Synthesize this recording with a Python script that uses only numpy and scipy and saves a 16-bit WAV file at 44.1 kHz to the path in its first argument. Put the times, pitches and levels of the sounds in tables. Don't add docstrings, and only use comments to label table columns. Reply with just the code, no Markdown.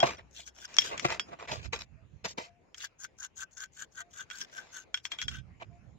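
import sys
import numpy as np
from scipy import signal
from scipy.fft import rfft, irfft, next_fast_len
from scipy.io import wavfile
from scipy.ndimage import uniform_filter1d, map_coordinates

SR = 44100
rng = np.random.default_rng(int(sys.argv[2]) if len(sys.argv) > 2 else 0)


def unload_wav(signal):
    wavfile.write(
        sys.argv[1],
        SR,
        np.round(np.clip(np.atleast_2d(signal).T, -1, 1) * 32767).astype(np.int16),
    )


N = 263718

# mode_hz, level_db, free_t60_s, part (0 bore, 1 flange, 2 lug, 3 tube)
CASTING_MODES = [(1476, -4, .1, 0), (2380, -8.5, 0.037, 1), (2720, -14, 0.019, 1), (3290, -1.5, .085, 1),
                 (3830, -12, 0.048, 1), (5070, -0.5, .16, 2), (5394, -4.5, 0.16, 3), (5910, -1.5, 0.094, 3),
                 (6770, -18.5, .04, 3)]
# mode_hz, level_db, t60_s
TUB_MODES = [(139, -7.5, 0.19), (348, -13, 0.08), (632, -10.5, 0.026), (686, 1.5, 0.07), (894, -4, 0.06),
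             (1161, -7, .045), (1610, -4, 0.019), (1940, -15.5, 0.065), (2510, -28.5, .04)]


def strokes():
    # bore_db, scratch_db,
    # casting_ring_db; swish_hz
    stroke_rows = [(.315, .03, -64, 2.5, .1, -22, -18, 5, 5737),
                   (.35, .054, -50.5, 4.5, .15, -19, -3, 11, 4190),
                   (.455, 0.024, -46, 16, 0.064, -6, -5, -3, 5990),
                   (.552, .102, -50, 15, .035, 1.5, -2, -3, 5600),
                   (.72, 0.05, -61, 2.5, .05, -12, -0.5, 3, 5800),
                   (.8, .003, -45, 0.5, .3, -29, 7.5, 1.5, 4810),
                   (.845, 0.021, -42.5, 5.5, 0.2, -4.5, 0.5, -2, 4900),
                   (2.776, .008, -51, -1.5, .08, -9.5, -13.5, -4.5, 5300),
                   (2.795, 0.026, -49.5, 3.5, .1, -10.5, 6.5, -2, 3650),
                   (2.82, .024, -40.5, 13, .085, 1.5, -3.5, -2.5, 4960),
                   (2.996, .054, -44.5, 14.5, 0.049, 0.5, -10.5, -3.5, 6500),
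                   (3.188, 0.066, -44, 11.5, .05, 3.5, -8.5, -1, 6440),
                   (3.368, .066, -42.5, 10, .025, 0.5, -6.5, -4.5, 6960),
                   (3.516, .04, -67, -1.5, .1, -15, -17.5, -4.5, 6570),
                   (3.57, 0.068, -47, 7, 0.067, 4, -6.5, -6.5, 6730),
                   (3.728, .03, -64, 5, 0.15, -15, -12, -5.5, 6760),
                   (3.765, .062, -48.5, 10.5, .07, 9, -4, -7, 7100),
                   (3.92, 0.025, -65.5, 3, .1, -16, -15, -5.5, 6550),
                   (3.95, .062, -48, 14.5, .04, 10, -1, -4, 6540),
                   (4.108, 0.027, -66, 0, .1, -21, -11, -1.5, 6300),
                   (4.135, 0.078, -50, 9, .09, 5.5, -3.5, -11, 6425),
                   (4.305, .05, -53.5, 5, .1, 9, -5, -14, 3728),
                   (4.36, .063, -45, 7.5, .1, -1.5, -3.5, -9, 5400),
                   (4.52, 0.065, -50.5, 9.5, .16, 4.5, -1.5, -6, 5700),
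                   (4.72, 0.047, -48.5, 11, 0.23, 4, -4, -2.5, 6530),
                   (4.95, 0.0027, -54.5, 0, 0.16, 2, 1, 9, 3360),
                   (5.035, .018, -44.5, 24.5, .08, -5.5, -11, 13, 4560),
                   (5.118, .004, -51, -1.5, 0.097, -1, 7, 6, 3994),
                   (5.19, 0.022, -55.5, 1.5, .05, -7, 9, 9, 5400),
                   (5.214, .004, -44.5, 5, .12, -9, 1.5, 13, 5370),
                   (5.29, .003, -50.5, -3, .08, -10, -13, 11.5, 5394),
                   (5.31, .046, -56.5, 2, .16, 9, 7, 9, 5400)]
    # hz, gain_db
    hiss_spectrum = [(2500, -37.5), (3800, -18), (5000, -8), (6500, -1.5), (7400, -6.5), (8100, -17.5),
                     (10000, -27.5), (12400, -28.5), (14700, -22.5), (15700, -29.5)]
    # hz, gain_db
    scratch_spectrum = [(700, -33), (1000, -17.5), (2000, -0.5), (3500, 3), (4500, -10.5), (6000, -37.5)]
    hiss_db, rising_db, fading_db, _, bore_db, scratch_db, ring_db, swish_hz = gestures(
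        stroke_rows, touch_db_per_s=1602)
    bore_db = bore_db - 0.65 * rising_db - 0.1 * fading_db
    scratch_db = scratch_db - 0.6 * rising_db + 0.15 * fading_db
    slips = bristles(rate=1500, spread_db=4.0, smooth=0.57, clump_db=1.9, patchy_db=2.5)

    hz, t, z = signal.stft(slips, SR, nperseg=256)
    centre_hz = swish_hz[np.minimum((t * SR).astype(int), N - 1)]
    log_offset = np.log((hz[:, None] + 1) / centre_hz)
    swish_gain = amp(7.4 * np.exp(-(log_offset / 0.097) ** 2))
    swish = signal.istft(z * swish_gain, nperseg=256)[1][:N]
    hiss = amp(hiss_db) * coloured(swish, hiss_spectrum)
    scratch = amp(hiss_db + scratch_db - 2.5) * coloured(swish, scratch_spectrum)

    def bore(hz):
        return resonance(hz, 1540, 0.05)
    push = evened(slips, size=300)
    blown = filtered(amp(hiss_db + bore_db) * push, bore) / np.std(filtered(push, bore))
    ring = filtered(amp(ring_db) * (hiss + scratch), lambda hz: mode_bank(hz, CASTING_MODES[1:]))
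    return hiss + scratch + blown + ring


def taps():
    # start_s, crack_db, bore_db, flange_db, lug_db, tube_db, pan_db (+ left), share of free ring time
    tap_rows = [(0.0024, -19.5, -36.5, -25.5, -37, -38, 3.5, 0.82),
                (0.1696, -58, -58, -62, -75, -58, 0, 0.89), (0.4761, -38.5, -55, -68, -64.5, -58, 4, 0.66),
                (0.5638, -46, -58, -91, -76.5, -59, 2.5, 0.49), (0.586, -41, -61, -68, -70, -51, 0, 0.44),
                (0.6535, -39, -62, -61, -43, -38, 3, 0.2), (0.7424, -38, -53, -61, -65, -39, 5, 0.25),
                (0.767, -22.5, -53, -50, -51, -29, 6, 0.12),
                (0.785, -10.5, -35.5, -13.5, -53, -15, 5, 0.44),
                (0.819, -24.5, -61, -33.5, -55, -36, 5, 0.69), (0.978, -24, -58, -44, -66, -51, -4, 0.52),
                (0.9962, -17, -60, -54, -65, -43, 10, 0.94),
                (1.1961, -16, -39, -38, -37.5, -44.5, -8, 0.87),
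                (2.7444, -31, -59, -49.5, -61.5, -64.5, -6, 0.46),
                (2.779, -42, -60, -63, -51, -60, 3, 0.57), (2.8496, -30.5, -52, -53, -46, -51, -7.5, 0.2),
                (3.0479, -32, -36, -57.5, -58.5, -54.5, 3.5, 0.34),
                (3.5704, -51.5, -56.5, -69, -60.5, -48, 1, 0.65),
                (3.6375, -34, -44, -54, -61.5, -61, 6, 0.51), (4.3011, -29, -39.5, -54, -70, -55, 0, 0.64),
                (4.3114, -28.5, -40.5, -48, -63, -60, -18, 0.68),
                (4.4136, -27.5, -38, -40, -42, -34.5, -2, 0.34),
                (4.943, -20, -27.5, -26, -70.5, -35.5, -3, 0.45),
                (4.9739, -28, -53, -45, -62, -51, 1, 0.49), (5.0526, -19.5, -65, -38.5, -53, -42, 3, 0.61),
                (5.1186, -24.5, -52, -37.5, -77, -51, 8, 0.93), (5.1868, -27, -41, -37, -71, -63, 2, 0.88),
                (5.216, -21.5, -60, -34, -58, -33.5, -7, 0.2), (5.2248, -24, -44, -59, -58, -68, 13, 1),
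                (5.2818, -22, -34, -29.5, -51, -45, -1.5, 0.5)]
    # hz, gain_db
    crack_spectrum = [(350, -53), (600, -19), (2220, 6), (2790, 0), (4200, -7), (5590, -2.5), (7330, -7.5),
                      (8630, -32.5), (15500, -39)]
    out, t = np.zeros((2, N + SR)), np.arange(SR // 6) / SR
    crack_gain = amp(along(crack_spectrum, np.fft.rfftfreq(len(t), 1 / SR)))
    crack_fade = amp(-60 * t / 0.0057) + 0.19 * amp(-60 * t / 0.061)
    for start_s, crack_db, *parts_db, pan_db, free in tap_rows:
        ring = 0
        for mode_hz, mode_db, t60_s, part in CASTING_MODES:
            level_db = parts_db[part] + mode_db + 3.0 + rng.normal(0, 0.32)
            fade = amp(-60 * t / (t60_s * np.clip(free, .1, 2)))
            waver = np.cumsum(rng.standard_normal(len(t))) * 0.022
            phase = 2 * np.pi * mode_hz * rng.normal(1, .002) * t + waver + lead_of(mode_hz)
            ring = ring + amp(level_db) * fade * np.sin(phase)
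        ring = ring * (1 - np.exp(-t / 0.00018))
        noise = rng.standard_normal(len(t)) + .9 * rng.standard_normal((2, len(t)))
        burst = unit(irfft(rfft(noise) * crack_gain, len(t))) * (1 - np.exp(-t / 0.00025))
        crack = amp(crack_db - 6.0) * crack_fade * burst
        pan = amp([[0.15 * pan_db], [-.3 * pan_db]])
        out[:, round(start_s * SR):][:, :len(t)] += (ring + crack) * pan
    return out[:, :N]


def scrapes():
    # rasp_db, fizz_db
    scrape_rows = [(.03, 0.0062, -21.5, 1, 0.072, -9.5, -19.5), (.058, 0.014, -35.5, 0, .27, -3.5, -7),
                   (.183, 0.0087, -52, -2.5, 0.082, 1.5, -16.5), (.68, 0.13, -61, 4.5, 0.055, 3.5, 1.5),
                   (.83, .016, -45, 20, .14, -0.5, 3.5), (.89, 0.043, -35.5, 19, .13, -7.5, -18.5),
                   (.97, .01, -50, 11, 0.044, 3, 5), (1.02, 0.019, -45, 11, .05, -8, -1),
                   (1.047, 0.0055, -30, -1, 0.084, -1.5, -9), (1.085, 0.038, -37.5, 3.5, 0.18, -2, -7.5),
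                   (1.272, 0.02, -51, 19, 0.083, -12, -17), (1.305, .029, -41.5, 21, 0.071, -11.5, -23.5),
                   (1.39, 0.061, -52, -3.5, 0.076, -4.5, -12), (1.475, 0.015, -43.5, 19, 0.14, 1.5, -6.5),
                   (1.512, 0.0056, -34, 9, 0.19, -6.5, -5.5), (1.57, .05, -60.5, -5, .2, -1, -2.5),
                   (1.63, .029, -56, 7, .08, 3, 3), (1.729, 0.0081, -38, 5, .15, 0.5, -1.5),
                   (1.79, 0.03, -57.5, 3, .08, 6.5, 8.5), (2.245, 0.0085, -35.5, 4.5, 0.082, -2.5, -2.5),
                   (2.28, 0.024, -55.5, 3.5, 0.092, 1, 11), (2.378, .006, -38.5, 2, 0.16, -4, -7.5),
                   (2.42, 0.043, -61, -7, 0.103, 3.5, 0.5), (4.47, 0.25, -66.5, 5.5, .25, -0.5, -0.5),
                   (5.115, 0.034, -54.5, 10.5, 0.093, -1, -6.5), (5.6, 0.024, -45.5, 15, .073, -4.5, -17.5)]
    # hz, gain_db
    wall_spectrum = [(120, -47.5), (300, -5.5), (450, 8.5), (700, 2), (1200, 5), (1700, -18), (2500, -56)]
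    # hz, gain_db
    rasp_spectrum = [(1000, -37), (1500, -1.5), (2300, 4.5), (3200, -7.5), (4200, -13), (5500, -53)]
    # hz, gain_db
    fizz_spectrum = [(1760, -37.5), (3000, -10.5), (4480, -2), (4870, -4.5), (5400, -3), (7430, -7),
                     (8540, -33), (12900, -35.5), (14500, -29), (15700, -31)]
    wall_db, rising_db, fading_db, _, rasp_db, fizz_db = gestures(scrape_rows, touch_db_per_s=7000)
    rasp_db = rasp_db + 0.3 * rising_db + 0.05 * fading_db
    fizz_db = fizz_db + 0.17 * rising_db + 0.033 * fading_db
    slips = bristles(rate=2800, spread_db=3.5, smooth=0.68, clump_db=2.0, patchy_db=1.0)
    wall = filtered(coloured(slips, wall_spectrum), lambda hz: 1 + 1.9 * mode_bank(hz, TUB_MODES))
    wet_wall = unit(wall) + 0.41 * bubbles(count=1500, centre_hz=710, cycles=3.3)
    rasp = coloured(slips, rasp_spectrum) + 0.21 * bubbles(count=2400, centre_hz=2280, cycles=5.7)
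    fizz = coloured(slips, fizz_spectrum)
    return amp(wall_db) * (unit(wet_wall) + amp(rasp_db) * unit(rasp) + amp(fizz_db) * fizz)


def knocks():
    # start_s, level_db, bright_db, overall_t60_s, pan_db (+ left)
    knock_rows = [(0.03, -14.5, -29.5, 0.25, 10), (0.183, -52.5, 13, 0.049, 5.5),
                  (0.393, -41, -1.5, 0.084, 6), (1.049, -10.5, -11, 0.082, 7.5),
                  (1.329, -49.5, -20, 0.056, -9), (1.489, -36, -5, 0.06, -3), (1.515, -26, -15.5, 0.06, -3),
                  (1.732, -30, -18.5, 0.07, 6.5), (2.246, -39, -4, 0.06, 1),
                  (2.377, -41.5, -8.5, 0.076, 23), (5.619, -37.5, -20, 0.046, -11)]
    out, t = np.zeros((2, N + SR)), np.arange(SR // 4) / SR
    puff_band = signal.butter(2, [1500 * 2 / SR, 7000 * 2 / SR], "band")
    for start_s, level_db, bright_db, overall_t60_s, pan_db in knock_rows:
        fade = amp(-60 * t / max(overall_t60_s, .01))
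        ring = 0
        for mode_hz, mode_db, t60_s in TUB_MODES:
            envelope = amp(mode_db + rng.normal(0, 5.1) - 60 * t / t60_s)
            phase = 2 * np.pi * mode_hz * rng.normal(1, 0.02) * t + lead_of(mode_hz)
            ring = ring + envelope * np.sin(phase)
        body = amp(level_db - 7.5) * np.sqrt(fade) * (1 - np.exp(-t / 0.00089)) * ring
        noise = signal.lfilter(*puff_band, rng.standard_normal((2, len(t))))
        puff = amp(level_db + bright_db - 19.5) * fade * noise
        pan = amp([[0.5 * pan_db], [-.3 * pan_db]])
        out[:, round(start_s * SR):][:, :len(t)] += (body + puff) * pan
    return out[:, :N]


def dove():
    # start_s, length_s, opening_db, pitch_hz
    coo_rows = [(1.983, .02, -68, 670), (2.465, 0.13, -58, 700), (4.011, .08, -60.5, 700.6),
                (4.555, 0.035, -64, 705), (5.716, 0.066, -61.5, 696)]
    sag_db_per_s, t60_s, scoop_hz, scoop_s = 95, .13, 15, 0.0151
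    rows = []
    for start_s, length_s, opening_db, pitch_hz in coo_rows:
        sag_db = sag_db_per_s * length_s
        rows.append((start_s, length_s, opening_db - sag_db, -sag_db, t60_s, pitch_hz))
    level_db, _, _, age_s, hz = gestures(rows, touch_db_per_s=1100)
    hz = hz - scoop_hz * np.exp(-age_s / scoop_s)
    coo = np.sin(2 * np.pi * np.cumsum(hz + 9 * wobble(45)) / SR)
    unsteady_db = 5 * np.array([wobble(28), wobble(22)])
    return np.sqrt(2) * amp(level_db + unsteady_db) * coo


def outdoors():
    # time_s, buffet_db, left_minus_right_db
    buffet_rows = [(0.0, -63, 9), (0.2, -62, 2.5), (0.4, -77.5, 3), (0.7, -75, 6.5), (0.96, -59, 7),
                   (1.06, -53, 10), (1.2, -67.5, 6), (1.45, -69.5, -5), (1.51, -53.5, -17),
                   (1.7, -52.5, -18.5), (1.82, -63, -16), (2.18, -61.5, -16), (2.27, -63, 3.5),
                   (2.7, -77.5, 6.5), (3.76, -72, 2.5), (4.6, -78.5, 9), (5.2, -71.5, -5.5),
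                   (5.27, -55.5, -23.5), (5.45, -55, -18.5), (5.66, -62, -10), (5.98, -61.5, -13.5)]
    # time_s, level_db
    hush_rows = [(0.0, -43), (0.18, -65), (0.46, -67), (1.0, -47.5), (1.23, -55), (1.65, -68), (3.78, -69),
                 (4.58, -61.5), (4.95, -69.5), (5.21, -60.5), (5.4, -67), (5.98, -66.5)]
    # time_s, level_db, pitch_hz
    hum_rows = [(0, -60, 65), (.4, -63, 64.8), (.7, -71, 64.3), (.8, -97.5, 65)]
    # hz, gain_db
    buffet_spectrum = [(12, -49.5), (20, -20), (41, -12.5), (61, 4), (134, 1), (236, -10.5), (300, -20),
                       (400, -26.5), (520, -52.5), (880, -120)]
    # hz, gain_db
    hush_spectrum = [(88, -27.5), (150, -12), (419, -14), (726, -16), (1350, -23.5), (2480, -23.5),
                     (3580, -37.5), (3920, -38), (6320, -42.5), (6800, -35.5), (7870, -55.5),
                     (12000, -61.5), (15600, -92), (22000, -120)]
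    # hz, gain_db
    drone_spectrum = [(12, -45.5), (20, -14.5), (35, -4.5), (59, 2), (108, -4), (160, -13.5), (210, -41.5),
                      (350, -120)]
    buffet_db, pan_db = curves(buffet_rows)
    hush_db, = curves(hush_rows)
    hum_db, hum_hz = curves(hum_rows)

    a, b = rng.standard_normal((2, N))
    lumps = amp(3.7 * np.array([wobble(21), wobble(24)]) + [pan_db / 2, -pan_db / 2])
    rumble = evened(coloured(np.array([a + .5 * b, a - .5 * b]), buffet_spectrum), size=6000)
    buffet = amp(buffet_db + 1.0) * lumps * rumble

    a, b = rng.standard_normal((2, N))
    traffic = amp(-76) * coloured(np.array([a + 0.56 * b, a - 0.48 * b]), drone_spectrum)

    z = signal.stft(rng.standard_normal((2, N)), nperseg=256)[2]
    a, b = signal.istft(z * amp(3.5 * patches(z.shape[1:], 3, 25)), nperseg=256)[1][:, :N]
    hush = coloured(np.array([a + 1.1 * b, a - 0.7 * b]), hush_spectrum)
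    treble = filtered(hush, lambda hz: 1 / (1 + (3500 / (hz + 1)) ** 4))
    lifted = hush + (amp(5) - 1) * treble
    hush = amp(hush_db - 1.0 + 0.9 * wobble(17)) * lifted

    hum = amp(hum_db + 1.5 * wobble(7.3)) * np.sin(2 * np.pi * np.cumsum(hum_hz) / SR)
    return buffet + traffic + hush + hum


def gestures(rows, touch_db_per_s):
    lift_db, lift_db_per_s = 18.5, 1500.5
    start_s, rise_s, peak_db, swell_db, t60_s, *cols = np.transpose(rows)[..., None]
    t = np.arange(0, N / SR, .001)
    rise_s, age_s = np.maximum(rise_s, .001), t - start_s
    rising_db = swell_db * (1 - np.clip(age_s / rise_s, 0, 1)) + touch_db_per_s * np.maximum(-age_s, 0)
    fading_db = 60 * np.maximum(age_s - rise_s, 0) / np.maximum(t60_s, .01)
    fading_db = fading_db + lift_db_per_s * np.maximum(age_s - rise_s - t60_s * lift_db / 60, 0)
    power = amp(2 * np.maximum(peak_db - rising_db - fading_db, -300))
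    total = power.sum(axis=0)
    share = power / total
    values = [np.minimum(rising_db, 25), np.minimum(fading_db, 40), np.clip(age_s, 0, 1), *cols]
    mixed = [10 * np.log10(total)] + [(share * v).sum(axis=0) for v in values]
    return [np.interp(np.arange(N) / SR, t, v) for v in mixed]


def bristles(rate, spread_db, smooth, clump_db, patchy_db):
    size = amp(spread_db * np.minimum(rng.exponential(size=N), 2.5))
    slips = (rng.random(N) < rate / SR) * rng.standard_normal(N) * size
    clumps = amp(clump_db * (wobble(70) + wobble(200)))
    mixed = (unit(slips) + smooth * rng.standard_normal(N)) * clumps
    z = signal.stft(mixed, nperseg=128)[2]
    patchy = signal.istft(z * amp(patchy_db * patches(z.shape, 3, 12)), nperseg=128)[1][:N]
    return evened(patchy, size=1400)


def bubbles(count, centre_hz, cycles):
    draw = rng.random((count, 2))
    hz = centre_hz * np.exp(0.66 * rng.standard_normal(len(draw)))[:, None]
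    t = np.arange(SR // 60) / SR
    life_s = cycles / hz
    tone = np.sin(2 * np.pi * hz * t * (1 + 0.052 * t / life_s))
    blip = tone * amp(-40 * t / life_s) * (1 - np.exp(-t * hz * 2.0))
    at = (draw[:, :1] * N).astype(int) + np.arange(len(t))
    return unit(np.bincount(at.ravel(), (blip * amp(-14 * draw[:, 1:])).ravel())[:N])


def ports(x, side, low_hz, diffuse):
    def response(hz):
        return amp([[.5], [-.5]] * along(side, hz)) * (1j * hz / (low_hz + 1j * hz)) ** 3
    direct = filtered(x, response)
    t = np.arange(SR // 20) / SR
    tail = rng.standard_normal((2, len(t))) * amp(-60 * t / 0.022)
    reflections = signal.fftconvolve(direct, tail / np.linalg.norm(tail[0]), axes=1)[:, :N]
    return direct + diffuse * reflections


def shifting(x):
    # hz, lead_rad
    mean_lead = [(100, .1), (600, 1.5), (1100, 0.96), (1600, 1.1), (15000, 2.6)]
    # hz, shift_rad
    lead_shift = [(300, 0.22), (1000, 1.2), (2000, 2.29), (15000, 3.9)]
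    hz, _, z = signal.stft(x, SR, nperseg=256)
    lead = along(mean_lead, hz)[:, None] + along(lead_shift, hz)[:, None] * patches(z.shape, 5, 60)
    return signal.istft(z * np.exp(.5j * np.array([lead, -lead])), nperseg=256)[1][:, :N]


def lead_of(hz):
    return np.clip(rng.normal(1.7, .6), -2.2, 2.2) * min(hz / 600, 1) * np.array([[.5], [-.5]])


def resonance(hz, centre_hz, t60_s):
    width = np.log(1000) / (np.pi * t60_s)
    return 1j * hz * width / (centre_hz ** 2 - hz ** 2 + 1j * hz * width)


def mode_bank(hz, modes):
    return sum(amp(db) * resonance(hz, mode_hz, t60_s) for mode_hz, db, t60_s, *_ in modes)


def amp(db):
    return 10 ** (np.asarray(db) / 20)


def unit(x):
    return x / np.sqrt(np.mean(x ** 2) + 1e-20)


def evened(x, size):
    return unit(x / np.sqrt(np.abs(uniform_filter1d(x ** 2, size=size)) + 1e-12))


def along(points, hz):
    f, v = np.transpose(points)
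    return np.interp(np.log(hz + 1), np.log(f + 1), v)


def curves(rows):
    s, *cols = np.transpose(rows)
    return [np.interp(np.arange(N) / SR, s, c) for c in cols]


def wobble(rate):
    return map_coordinates(rng.standard_normal(int(N * rate / SR) + 4), [np.arange(N) * rate / SR])


def patches(shape, wide, long):
    smooth_bins = uniform_filter1d(rng.standard_normal(shape), size=wide, axis=0)
    return unit(uniform_filter1d(smooth_bins, size=long, axis=1))


def filtered(x, response):
    m = next_fast_len(N + SR // 2)
    return irfft(rfft(x, m) * response(np.fft.rfftfreq(m, 1 / SR)), m)[..., :N]


def coloured(x, spectrum):
    return unit(filtered(x, lambda hz: amp(along(spectrum, hz))))


def scene():
    # hz, left_minus_right_db
    metal_side = [(60, -2), (180, -1), (550, 5), (1650, 2), (4970, 4.5), (15000, 1.5)]
    # hz, left_minus_right_db
    tub_side = [(60, -7), (180, 5), (550, 2.5), (1650, 1.5), (4970, 1), (15000, -2)]
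    metal = ports(shifting(strokes()) + taps(), metal_side, low_hz=170, diffuse=0.43)
    tub = ports(shifting(scrapes()) + knocks(), tub_side, low_hz=87.4, diffuse=0.36)
    return 1.178 * metal + 1.24 * tub + dove() + outdoors()


def record(dry):
    return filtered(dry, lambda hz: hz < 15800)


dry = scene()
out = record(dry)
unload_wav(out)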